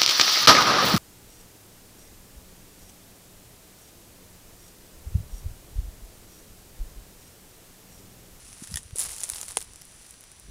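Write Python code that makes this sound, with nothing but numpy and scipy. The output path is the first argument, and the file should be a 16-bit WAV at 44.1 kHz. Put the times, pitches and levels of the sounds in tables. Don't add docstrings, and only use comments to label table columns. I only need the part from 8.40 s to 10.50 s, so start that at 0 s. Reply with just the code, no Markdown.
import sys
import numpy as np
from scipy import signal
from scipy.fft import rfft, irfft, next_fast_len
from scipy.io import wavfile
from scipy.ndimage import map_coordinates

SR = 44100
rng = np.random.default_rng(int(sys.argv[2]) if len(sys.argv) > 2 else 0)


def to_wav(s):
    ch = np.atleast_2d(s).T
    pcm = np.round(np.clip(ch, -1, 1) * 32767)
    wavfile.write(sys.argv[1], SR, pcm.astype(np.int16))


N = 92610
GRAIN_SAMPLES = 4096
GRID_HZ = np.geomspace(50, SR / 2, num=160)


def amp(db):
    return 10 ** (np.asarray(db) / 20)


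def unit(x):
    return x / np.sqrt(np.mean(x ** 2) + 1e-20)


def level(points):
    return amp(np.interp(np.arange(N) / SR, *np.transpose(points)))


def wobble(knots_per_s):
    knots = rng.standard_normal(int(N * knots_per_s / SR) + 4)
    return map_coordinates(knots, [np.arange(N) * knots_per_s / SR])


def along(points, hz):
    f, v = np.transpose(points)
    return np.interp(np.log(hz), np.log(f), v)


def resonance(hz, db, width_oct):
    return db / (1 + (np.log2(GRID_HZ / hz) / width_oct) ** 2)


def colour(x, points):
    m = 2 * next_fast_len(len(x) // 2 + GRAIN_SAMPLES)
    hz, db = np.transpose(points)
    gain = amp(np.interp(np.log(np.fft.rfftfreq(m, 1 / SR) + 1), np.log(hz + 1), db))
    cepstrum = irfft(np.log(gain), m)
    cepstrum[1:m // 2] *= 2
    cepstrum[m // 2 + 1:] = 0
    return irfft(rfft(x, m) * np.exp(rfft(cepstrum)), m)[:len(x)]


def add(track, start_s, sound):
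    part = track[max(round(start_s * SR), 0):][:len(sound)]
    part += sound[:len(part)]


def fade(t60_s):
    return np.exp(-np.log(1000) * np.arange(GRAIN_SAMPLES) / SR / t60_s)


def burst(t60_s):
    x = rng.standard_normal(GRAIN_SAMPLES) * fade(t60_s)
    return x / np.linalg.norm(x)


def ring(modes):
    t = np.arange(GRAIN_SAMPLES) / SR
    return sum(amp(db) * fade(t60_s) * np.sin(2 * np.pi * hz * t) for hz, db, t60_s in modes)


def floor():
    # frequency in Hz, gain in dB.
    hiss_spectrum = [(30, 6), (300, 5.5), (900, 0), (2000, -0.5), (5000, -1.5), (7500, -3), (10000, -5),
                     (13000, -8), (16000, 2)]
    hiss = unit(colour(rng.standard_normal(N), hiss_spectrum))
    whine_hz = 5880 + 3 * wobble(23.1)
    whine = unit(np.sin(2 * np.pi * np.cumsum(whine_hz) / SR))
    return amp(-54.5) * hiss + amp(-68) * whine


def rumble():
    # frequency in Hz, gain in dB.
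    spectrum = [(15, 1.5), (30, 2), (70, 1.5), (130, -3.5), (220, -10.5), (400, -19.5), (1000, -43),
                (4000, -115)]
    # time in seconds, level in dB.
    envelope = [(0, -55.5), (.3, -56), (.65, -54), (.85, -56.5), (1.1, -58), (1.4, -54.5), (1.75, -62.5),
                (2.02, -61), (2.1, -45.5)]
    noise = colour(rng.standard_normal(N), spectrum)
    swing_db = 2.5 * wobble(11.98)
    return unit(noise * amp(swing_db)) * level(envelope)


def crackle(spectrum, cracks_per_s, t60_s):
    hits = rng.random(N) < cracks_per_s / SR
    size_db = 8.5 * np.clip(rng.standard_normal(N), -2, 2)
    sizes = hits * amp(size_db)
    tail_power = np.abs(signal.fftconvolve(sizes ** 2, fade(t60_s) ** 2)[:N])
    splinters = np.sqrt(tail_power) * rng.standard_normal(N)
    clicks = sizes * rng.choice([-1, 1], N)
    grains = unit(unit(splinters) + 1.1 * unit(clicks))
    scrape = amp(-3.5) * rng.standard_normal(N)
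    return unit(colour(grains + scrape, spectrum))


def rustle():
    # time in seconds, level in dB.
    push_envelope = [(0, -54), (.21, -52.5), (.24, -44.5), (.26, -53), (.33, -47), (.39, -47.5), (.42, -58),
                     (.55, -64), (.562, -41.5), (.58, -41.5), (.6, -31), (.625, -35), (.66, -36.5),
                     (.68, -43.5), (.705, -40), (.76, -44), (.8, -45), (.845, -39.5), (.87, -45.5),
                     (.91, -44), (.965, -43), (1.0, -45), (1.06, -45.5), (1.075, -51), (1.09, -41),
                     (1.135, -51.5), (1.165, -48), (1.19, -48), (1.23, -51), (1.27, -59.5), (1.6, -57),
                     (1.66, -56), (1.76, -60), (2.1, -66)]
    # frequency in Hz, gain in dB.
    fine_spectrum = [(30, -71), (1500, -14.5), (3500, -6), (5500, 0.5), (7500, 3.5), (10000, 1.5),
                     (13500, 4.5), (17000, -3.5)]
    coarse_spectrum = [(30, -10), (220, -9), (450, -0.5), (900, 0.5), (2400, -1.5), (5000, -2.5),
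                       (9000, -7), (16000, -15.5)]
    fine = crackle(fine_spectrum, cracks_per_s=2600, t60_s=0.002)
    coarse = crackle(coarse_spectrum, cracks_per_s=950, t60_s=0.0094)
    push, ref_db = level(push_envelope), -40
    coarse_gain = amp(ref_db - 9.5) * (push / amp(ref_db)) ** 0.78
    return push * fine + coarse_gain * coarse


def ticks():
    # start in seconds, relative level in dB, pitch in Hz, body (2 kHz) and edge (14 kHz) in dB.
    fibres = [(0.1295, -29, 5940, 2.5, 0), (.3263, -25, 5300, -7, -6), (0.4318, -31.5, 8600, -10, -5),
              (.509, -35, 920, 5, 6), (.5593, -18.5, 9400, -21, 4), (0.5777, -18, 9000, -19, -4),
              (0.585, -10.5, 10000, -13, -2), (0.5926, -12, 9500, -18, -16), (0.5975, -12, 9900, -25, -6),
              (0.6, -12.5, 7560, -19, 4), (.6059, -11.5, 13800, -8, 2), (0.6124, -14, 9100, -10, -7),
              (0.6153, -18, 7300, -10, -7), (0.6375, -17, 10300, -10, 0), (0.6515, -21, 7300, 3.5, -15),
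              (0.6591, -21, 10400, 1, -3), (0.665, -20, 10700, -15, 0), (0.6928, -25.5, 10700, 5, 9),
              (0.71, -29.5, 1960, 5, -2), (0.7834, -22, 13500, 1, 4), (0.805, -19.5, 7100, -18, 8),
              (0.8151, -23, 6300, 2, 1), (0.8347, -9, 7960, -9.5, -2), (0.8395, -8.5, 7700, -20, -20),
              (.841, -32, 625, 9, -10), (0.8916, -15.5, 13300, -8, -4), (0.8999, -10, 7040, -6.5, 8),
              (.921, -22.5, 10500, -21, 8), (0.9357, -23, 4800, 5.5, -7), (0.9471, -24.5, 13900, -1, 11),
              (0.959, -21, 7540, 2, 3), (0.962, -21.5, 5660, -4, 1), (0.9835, -24.5, 5400, 3, 2),
              (1.0138, -15, 6900, -8, 4), (1.0309, -17, 6640, -3, 2), (1.0831, -22.5, 8150, 0.5, 5),
              (1.109, -21, 7200, 2.5, -2), (1.1198, -23.5, 10600, -3, -10), (1.178, -16, 7100, -6.5, -4),
              (1.1866, -20, 7000, -17, -5), (1.2065, -22, 12800, -6, 2), (1.2149, -21, 7560, -2, 3),
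              (1.2195, -29, 3600, 0, 4), (1.2258, -19.5, 5400, -9.5, -3), (1.3349, -31, 7400, -8, 5),
              (1.359, -28, 7900, -4, 5), (1.4145, -31.5, 9300, -12, 8), (1.4189, -29, 5430, -4, 14),
              (1.453, -30.5, 11200, -17, 9), (1.668, -40, 4200, -6, 10), (1.691, -40, 4900, -6, 6),
              (1.7085, -24, 12500, -28, 0), (1.7407, -37, 4240, 1, 6), (1.8088, -31, 11400, -9, 7),
              (1.839, -31, 13300, -3, 5), (1.9174, -32.5, 9000, -6, 7), (1.998, -30, 13300, -35, 4)]
    # pitch in Hz, resonance in dB.
    fibre_ring = [(4000, 10), (7500, 7), (11000, 6)]
    out = np.zeros(N)
    for start_s, db, hz, body_db, edge_db in fibres:
        tilt = [(80, body_db - 18), (500, body_db - 2), (2200, body_db), (3800, 0.83 * body_db),
                (6500, -0.53), (10000, -0.97), (14000, edge_db)]
        gain_db = along(tilt, GRID_HZ) + resonance(hz, along(fibre_ring, hz), width_oct=0.18)
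        crack = 0.83 * burst(t60_s=0.0087)
        crack[0] = 1
        add(out, start_s, amp(db + 3) * colour(crack, np.c_[GRID_HZ, gain_db]))
    return out


def bumps():
    # centre in seconds, level in dB, pitch in Hz, Gaussian width in seconds.
    pulses = [(0.2242, -31.5, 199, 0.0017), (.303, -41.5, 95, .008), (0.321, -35, 169, 0.0045),
              (0.3447, -30, 75, 0.0055), (0.359, -30.5, 84, 0.0028), (0.461, -40, 77.5, 0.0041),
              (0.535, -27.5, 70.4, 0.0028), (.558, -37, 450, 0.0014), (0.69, -43, 52.7, 0.008),
              (0.931, -41.5, 59, 0.0047), (1.099, -44.5, 75.4, 0.0048), (1.417, -49.5, 147, 0.0064),
              (2.093, -43, 49, 0.034)]
    out = np.zeros(N)
    for centre_s, db, hz, width_s in pulses:
        t = np.arange(N) / SR - centre_s
        out += amp(db) * np.exp(-(t / width_s) ** 2 / 2) * np.sin(2 * np.pi * hz * t)
    return out


def clacks():
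    # start in seconds, level in dB, t60 in seconds, relative ring in dB, contact pitch in Hz.
    contacts = [(0.236, -18.5, .035, -45, 9100), (.273, -17, 0.056, -34, 1800),
                (0.3415, -8, 0.01, -38, 5350), (0.3581, -6, 0.012, -30.5, 10600),
                (0.3715, -6.5, 0.0088, -26, 3050), (.375, -12.5, 0.049, -40, 7200)]
    # frequency in Hz, gain in dB.
    housing_spectrum = [(100, -23), (600, -11.5), (1200, -11), (1700, -1), (2300, -9), (3100, 2),
                        (4200, -7.5), (5400, 1.5), (7200, 1), (8500, -6), (10300, -1), (13000, -3),
                        (16000, 2)]
    # pitch in Hz, level in dB, t60 in seconds.
    housing_modes = [(1857, -2.5, 0.04), (1900, -8, 0.032), (3350, -6, 0.014), (10200, 0, 0.0091)]
    out = np.zeros(N)
    for start_s, db, t60_s, ring_db, hz in contacts:
        gain_db = along(housing_spectrum, GRID_HZ) + resonance(hz, db=6.5, width_oct=0.15)
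        scuff = colour(burst(t60_s), np.c_[GRID_HZ, gain_db])
        add(out, start_s, amp(db) * (scuff + amp(ring_db) * ring(housing_modes)))
    return out


def snap():
    # frequency in Hz, gain in dB.
    fracture_spectrum = [(50, -29), (280, -5.5), (800, 1.5), (1300, -6.5), (2100, -8), (3200, 0),
                         (5500, -10.5), (8000, -4.5), (9700, 4.5), (11000, -10), (16000, -8)]
    splinter_spectrum = [(150, -31), (900, -1.5), (3000, -3), (9700, -3), (14000, -4)]
    # pitch in Hz, level in dB, t60 in seconds.
    stem_modes = [(454, -31, 0.038), (764, -26, 0.017), (875, -34, 0.026), (9800, -27, .014)]
    fracture = amp(4) * colour(signal.unit_impulse(GRAIN_SAMPLES), fracture_spectrum)
    splinters = amp(-2.5) * colour(burst(t60_s=0.02), splinter_spectrum)
    out = np.zeros(N)
    add(out, start_s=1.171, sound=fracture + splinters - ring(stem_modes))
    cutoff_hz = 260
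    return signal.sosfilt(signal.butter(4, cutoff_hz, "highpass", fs=SR, output="sos"), out)


def scene():
    return (floor() + ticks() + rustle() + snap() + clacks() + bumps() + rumble())[None]


def record(dry):
    # frequency in Hz, gain in dB.
    response = [(20, -0.5), (4000, 2), (7000, 2.5), (8300, 4), (9400, 9), (10300, 8.5), (11100, 1.5),
                (11500, -8), (11800, -18), (12350, -3.5), (13300, -6.5), (14500, -9.5), (15600, -16.5),
                (16200, -35)]
    m, limit_hz = next_fast_len(N + GRAIN_SAMPLES), 16900
    spectrum = rfft(colour(dry[0], response), m)
    passband = np.fft.rfftfreq(m, 1 / SR) < limit_hz
    return irfft(spectrum * passband, m)[None, :N]


dry = scene()
out = record(dry)
to_wav(out)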